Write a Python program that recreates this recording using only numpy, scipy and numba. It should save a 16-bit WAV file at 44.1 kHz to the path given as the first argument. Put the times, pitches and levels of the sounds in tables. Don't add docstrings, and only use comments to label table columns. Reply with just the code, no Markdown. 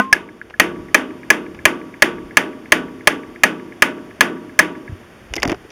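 import sys
import numpy as np
from scipy import signal
from scipy.fft import rfft, irfft
from scipy.io import wavfile
from numba import njit

SR = 44100
rng = np.random.default_rng(int(sys.argv[2]) if len(sys.argv) > 2 else 0)


def output_pcm(signal):
    pcm = np.clip(np.atleast_2d(signal).T, -1, 1) * 32767
    wavfile.write(sys.argv[1], SR, np.round(pcm).astype(np.int16))


def gain_from_db(level_db):
    decades = np.asarray(level_db, float) / 20
    return 10 ** decades


N = 251811


@njit
def ring(at, hz, t60, gain):
    out = np.zeros(N)
    for m in range(len(hz)):
        turn_and_fade = np.exp(2j * np.pi * hz[m] / SR - np.log(1000) / (t60[m] * SR))
        for k in range(len(at)):
            z = gain[k, m]
            for i in range(at[k], min(N, at[k] + int(1.3 * t60[m] * SR))):
                out[i] += z.imag
                z *= turn_and_fade
    return out


def strike(s, hz, t60, db, scatter_db, turns):
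    chance = rng.standard_normal((len(s), 2, len(hz)))
    size = gain_from_db(db + scatter_db * chance[:, 0])
    phase = np.exp(2j * np.pi * turns * chance[:, 1])
    at = (np.asarray(s) * SR).astype(np.int64)
    return ring(at, 1. * hz, np.maximum(t60, 1e-3), size * phase)


def band(x, low_hz, high_hz):
    return signal.sosfilt(signal.butter(2, [low_hz, high_hz], "band", fs=SR, output="sos"), x)


def unit(x):
    return x / np.sqrt(np.mean(x ** 2))


def swell(start, length, db, rise_db_s, fall_db_s):
    t = np.arange(N) / SR - start
    return gain_from_db(db + rise_db_s * np.minimum(t, 0) - fall_db_s * np.maximum(t - length, 0))


def since_blow():
    s, t = np.array(BLOWS)[:, 0], np.arange(N) / SR
    last = np.maximum(np.searchsorted(s, t) - 1, 0)
    return np.maximum(t - s[last], 0)


# t/s, blow level/dB, bending ring level/dB, its partner's level/dB, upper ring level/dB
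BLOWS = [(0.1276, -5, 17.5, -15, 14.5), (0.5981, 7.5, -1, 2.5, 1.5), (0.9451, 5.5, 2.5, 5.5, 7),
         (1.3028, 6, 4.5, -3, 3.5), (1.6534, 9, 2, -5, 4), (2.0218, 9, 0, -4, 3.5),
         (2.3701, 6.5, 2.5, -4, 1), (2.721, 8, 0.5, 0, -0.5), (3.0724, 10, 2.5, -10.5, 0.5),
         (3.4351, 8, 1.5, 3.5, 0.5), (3.822, 7, 1.5, -1.5, -4), (4.2078, 6.5, 0, -0.5, 1.5),
         (4.5908, 10.5, 1.5, -0.5, -0.5)]
# f/Hz, level/dB, t60/s
BOLT_RINGS = [(1700, 3, 0.021), (1886, -7.5, 0.036), (2164, -1, 0.012), (2354, -3.5, 0.015),
              (604, -13, 0.034), (833, -7, 0.016), (1059, -10, 0.026), (1213, -10.5, 0.03),
              (1479, -4.5, 0.015), (2520, -18.5, 0.043), (3137, -11, 0.021), (2064, -11, 0.024),
              (2760, -7.5, 0.017), (3362, -17.5, 0.017),
              (4444, -12.5, 0.018), (6120, -26.5, 0.038), (6343, -7, 0.0068), (8940, -22, 0.016),
              (9720, -20.5, 0.025), (12200, -22, 0.023)]


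def bolt():
    clank_db = 5.5
    contact_s, bend_build_s = 0.0002, 0.0026
    s, blow_db, bend_db, partner_db, upper_db = np.transpose(BLOWS)
    hz, mode_db, t60 = np.transpose(BOLT_RINGS)
    mode = np.arange(len(hz))
    landing_db = np.outer(bend_db, mode == 0) + np.outer(partner_db, mode == 1)
    landing_db += np.outer(upper_db, (mode > 1) & (mode < 4))
    db = clank_db + blow_db[:, None] + mode_db + landing_db
    age = since_blow()
    clank = np.zeros(N)
    for some, build_s in ((hz > 2000, contact_s), (hz <= 2000, bend_build_s)):
        rings = strike(s, hz[some], t60[some], db[:, some], scatter_db=2.0, turns=0.073)
        clank += rings * (1 - np.exp(-age / build_s))
    return clank


# f/Hz, level/dB, t60/s
BLOCK_RINGS = [(136, -13.5, 0.93), (174, -8.5, 0.86), (203.2, -5, 0.92), (235, -15, 2.9), (255.7, -4, 1.1),
               (272.4, -6, 1), (317.4, -1, 1.02), (350.2, -5, 1.93), (372, -7, 0.95), (444.6, -9.5, 1.24),
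               (530, -28, 0.32), (824, -7, 0.25), (928, -7, 0.65), (1160, -2.5, 0.55),
               (306.5, -10, 0.94), (340, -19, 0.66), (1486, 4, 0.34), (1520, -33, 0.32), (1650, -14, .25),
               (614, -7, 0.99), (872, 5.5, 0.14), (964, -11, 0.98), (1050, -21, 1), (1142, -8, 0.97),
               (1440, -3, 0.2), (1810, -11, 0.35)]
# f/Hz, level of each mode/dB, t60/s
THICKET = [(120, -38.5, 0.94), (300, -30.5, 0.88), (617, -37, 0.31), (1230, -40, 0.41), (2060, -29, 0.18),
           (3180, -39.5, 0.27), (4720, -47, 0.19), (9900, -50, 0.17), (16200, -60, 0.13)]


def block(s, db, count=900):
    clear_db = -27
    hz, mode_db, t60 = np.transpose(BLOCK_RINGS)
    clear = strike(s[1:], hz, t60, clear_db + db[1:, None] + mode_db, scatter_db=-2.0, turns=0.18)

    at_hz, at_db, at_t60 = np.transpose(THICKET)
    place = (np.arange(count) + rng.random(count)) / count
    hz = at_hz[0] * (at_hz[-1] / at_hz[0]) ** place ** .36
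    t60 = np.interp(np.log(hz), np.log(at_hz), at_t60) * gain_from_db(1.5 * rng.standard_normal(count))
    mode_db = np.interp(np.log(hz), np.log(at_hz), at_db) + 3 * np.tanh(rng.standard_normal(count))
    return clear + strike(s, hz, t60, db[:, None] + mode_db, scatter_db=2, turns=1)


# f/Hz, level/dB, t60/s
GLANCE_RINGS = [(224, -14.5, 0.053), (262, -27, 0.31), (206.4, -27.5, 0.31), (490, -22, 0.059),
                (677, -10, 0.024), (1027, -13, 0.06), (1060, -25.5, 0.73), (1232, -18, 0.087),
                (1496, -8, 0.058), (1570, -62, 0.29), (1950, -23, 0.07), (2750, -19.5, 0.022)]


def glance():
    glance_db, choke_s = 4, 0.0054
    hz, db, t60 = np.transpose(GLANCE_RINGS)
    choke = np.clip((BLOWS[0][0] - np.arange(N) / SR) / choke_s + 1, .12, 1)
    return choke * strike([0], hz, t60, glance_db + db, scatter_db=0, turns=1)


# t/s, peak level/dB, f/Hz, bright ring level/dB
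KNOCKS = [(0.499, -32.5, 2600, -25), (.506, -23, 1700, -30), (1.547, -23.5, 1990, -33),
          (5.3375, -6, 2400, -10), (5.3555, -27, 3040, 7), (5.3641, -12.5, 3000, -1.5),
          (5.3677, -18, 2400, -30), (5.3882, -21, 2070, -30), (5.3809, -17, 2070, -31),
          (5.4, -27, 2040, -4), (5.4216, -13, 3260, -17), (5.4305, 0, 1950, -5), (5.4338, -6, 1700, -31),
          (5.449, -14, 1670, -32), (5.4524, -7, 2000, -14.5), (5.47, -29, 2050, -28),
          (5.4765, -12.5, 1600, -7), (5.4838, -21, 3110, -11), (5.4955, -10, 2420, -13),
          (5.4987, -10, 2040, -14), (5.5078, -18, 2140, -13), (5.5171, -7.5, 1900, -16),
          (5.5258, -10, 1880, -37), (5.545, -15.5, 1390, -24), (5.7034, -30, 3000, -8.5)]
# f/Hz, level/dB, t60/s
LAID_RINGS = [(1880, -46, 1), (2060, -47, 0.27), (1960, -50, 0.9)]


def clatter():
    rise_s, full_t60_s, linger = 0.00021, 0.015, 0.14
    thud_db = -10
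    out, t = np.zeros(N + 4096), np.arange(4096) / SR
    for s, db, hz, bright_db in KNOCKS:
        t60 = full_t60_s * gain_from_db(-linger * db)
        noise = rng.standard_normal((4, len(t)))
        body = gain_from_db(6) * band(noise[0], hz * 0.66, hz * 1.28)
        steel = gain_from_db(8.5) * band(noise[1], 4530, 6180) + gain_from_db(-9.5) * band(noise[2], 7000, 12200)
        thud = gain_from_db(thud_db) * unit(band(noise[3], 250, 900))
        shape = (1 - np.exp(-t / rise_s)) * np.exp(-np.log(1000) * t / t60)
        out[int(s * SR):][:len(t)] += gain_from_db(db) * shape * (body + gain_from_db(bright_db) * steel + thud)

    hardest = max(KNOCKS, key=lambda knock: knock[1])
    hz, db, t60 = np.transpose(LAID_RINGS)
    return out[:N] + strike([hardest[0]], hz, t60, db, scatter_db=0, turns=0)


# t/s, peak level/dB, f/Hz, t60/s
SOFT_RINGS = [
    (.289, -39, 1700, .02),
    (0.4141, -21.5, 1700, 0.022),
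    (0.54, -24, 1700, 0.035),
    (5.3796, -20, 2060, 0.053),
    (5.5168, -24, 2060, .02),
]
# pitch ratio, level/dB
SOFT_PARTIALS = [(1, 4), (.88, -6), (0.86, -14)]


def soft_rings():
    ratio, mode_db = np.transpose(SOFT_PARTIALS)
    out = np.zeros(N)
    for s, db, hz, t60 in SOFT_RINGS:
        soft_ring = strike([s], hz * ratio, t60 + 0 * ratio, db + mode_db, scatter_db=2.5, turns=.1)
        out += band(soft_ring, hz * 0.8, hz * 1.24)
    return out


# delay t/s, level/dB, smear/s
ECHOES = [
    (0.0348, -30, 0.0013),
    (0.056, -42, 0.0011),
    (0.161, -43.5, 0.00081),
    (0.2867, -41, 0.00036),
]


def walls(clank):
    answer = np.zeros(int(.5 * SR))
    t = np.arange(1024) / SR
    for delay, wall_db, smear in ECHOES:
        face = unit((1 + rng.standard_normal(len(t))) * np.exp(-t / smear)) / np.sqrt(len(t))
        answer[int(delay * SR):][:len(t)] += gain_from_db(wall_db) * face
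    return band(signal.fftconvolve(clank, answer)[:N], 1550, 2240)


# f/Hz, width/Hz, level/dB
FRAME = [(230, 88, -4), (342, 130, 4), (643, 236, 1), (800, 91, -24)]
# start t/s, length/s, level/dB
DRAGS = [
    (5.327, .008, -39.5),
    (5.368, 0.0068, -26),
    (5.43, .1, -24),
]
# t/s, peak level/dB, f/Hz, t60/s
BUMPS = [
    (4.894, -19.5, 120, 0.06),
    (4.922, -17.5, 93, 0.089),
    (5.307, -19.5, 59, 0.08),
    (5.456, -9, 270, 0.043),
    (5.477, -11, 110, 0.036),
    (5.501, -22, 250, 0.034),
    (5.518, -12, 300, 0.054),
    (5.589, -37, 380, .03),
    (5.618, -33, 380, 0.031),
    (5.649, -31, 368, 0.046),
]


def handling():
    noise = rng.standard_normal(N)
    rumble = unit(sum(gain_from_db(db) * unit(band(noise, hz - width / 2, hz + width / 2)) for hz, width, db in FRAME))
    drag = rumble * sum(swell(*row, rise_db_s=2500, fall_db_s=698) for row in DRAGS)
    bumps = np.zeros(N)
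    for s, db, hz, t60 in BUMPS:
        bumps += strike([s], np.array([hz]), np.array([t60]), db, scatter_db=0, turns=0)
    return drag + band(bumps, 30, 680)


# f/Hz, level per Hz/dB
YARD = [(59, -24.5), (100, -3), (147, -4.5), (415, -4.5), (836, -13), (1360, -13), (1800, -13.5),
        (3940, -23), (4770, -27), (11900, -35), (16000, -46)]
# t/s, level/dB
YARD_SWELL = [(0, -4), (.55, -4), (.7, 0), (5.71, 0)]
# t of the top/s, level/dB
GUSTS = [
    (.12, -65),
    (.79, -40.5),
    (1.599, -42.5),
    (2.24, -44.5),
    (2.799, -47),
    (3.33, -56),
    (4.652, -65),
    (5.46, -34),
]


def air():
    yard_db, breeze_db = -43, -58.5
    f = np.fft.rfftfreq(N, 1 / SR)
    hz, db = np.transpose(YARD)
    colour = gain_from_db(np.interp(np.log(f + 1), np.log(hz), db))
    yard = unit(irfft(rfft(rng.standard_normal(N)) * colour, N))
    swell_db = np.interp(np.arange(N) / SR, *np.transpose(YARD_SWELL))

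    wind = unit(band(band(rng.standard_normal(N), 20, 93), 22, 200))
    gusts = sum(swell(s, 0, db, rise_db_s=91, fall_db_s=125) for s, db in GUSTS)
    return gain_from_db(yard_db + swell_db) * yard + (gain_from_db(breeze_db) + gusts) * wind


def scene():
    glance_db, into_block_db = -15.5, -1.5
    bend_loss = .4
    s, _, bend_db, *_ = np.transpose(BLOWS)
    engine = block(np.r_[0, s], np.r_[glance_db, into_block_db - bend_loss * bend_db])
    clank = bolt()
    return (clank + engine + glance() + clatter() + soft_rings() + walls(clank) + handling() + air())[None]


# f/Hz, width/Hz, depth (0-1)
PORTS = [(4036, 770, 1), (7850, 1250, 1)]


def sound_ports(dry):
    f = np.fft.rfftfreq(N, 1 / SR)
    gain = 1
    for hz, width, depth in PORTS:
        gain = gain * (1 - depth / (1 + 1j * (f ** 2 - hz ** 2) / ((f + 1) * width)))
    return irfft(rfft(dry) * gain, N)


def roll_off(x):
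    return signal.sosfilt(signal.butter(12, 16370, fs=SR, output="sos"), x)


def record(dry):
    overloaded = np.clip(sound_ports(dry), -1, 1)
    mix = band(.97 * overloaded, 35, 16500)
    return roll_off(mix)


dry = scene()
out = record(dry)
output_pcm(out)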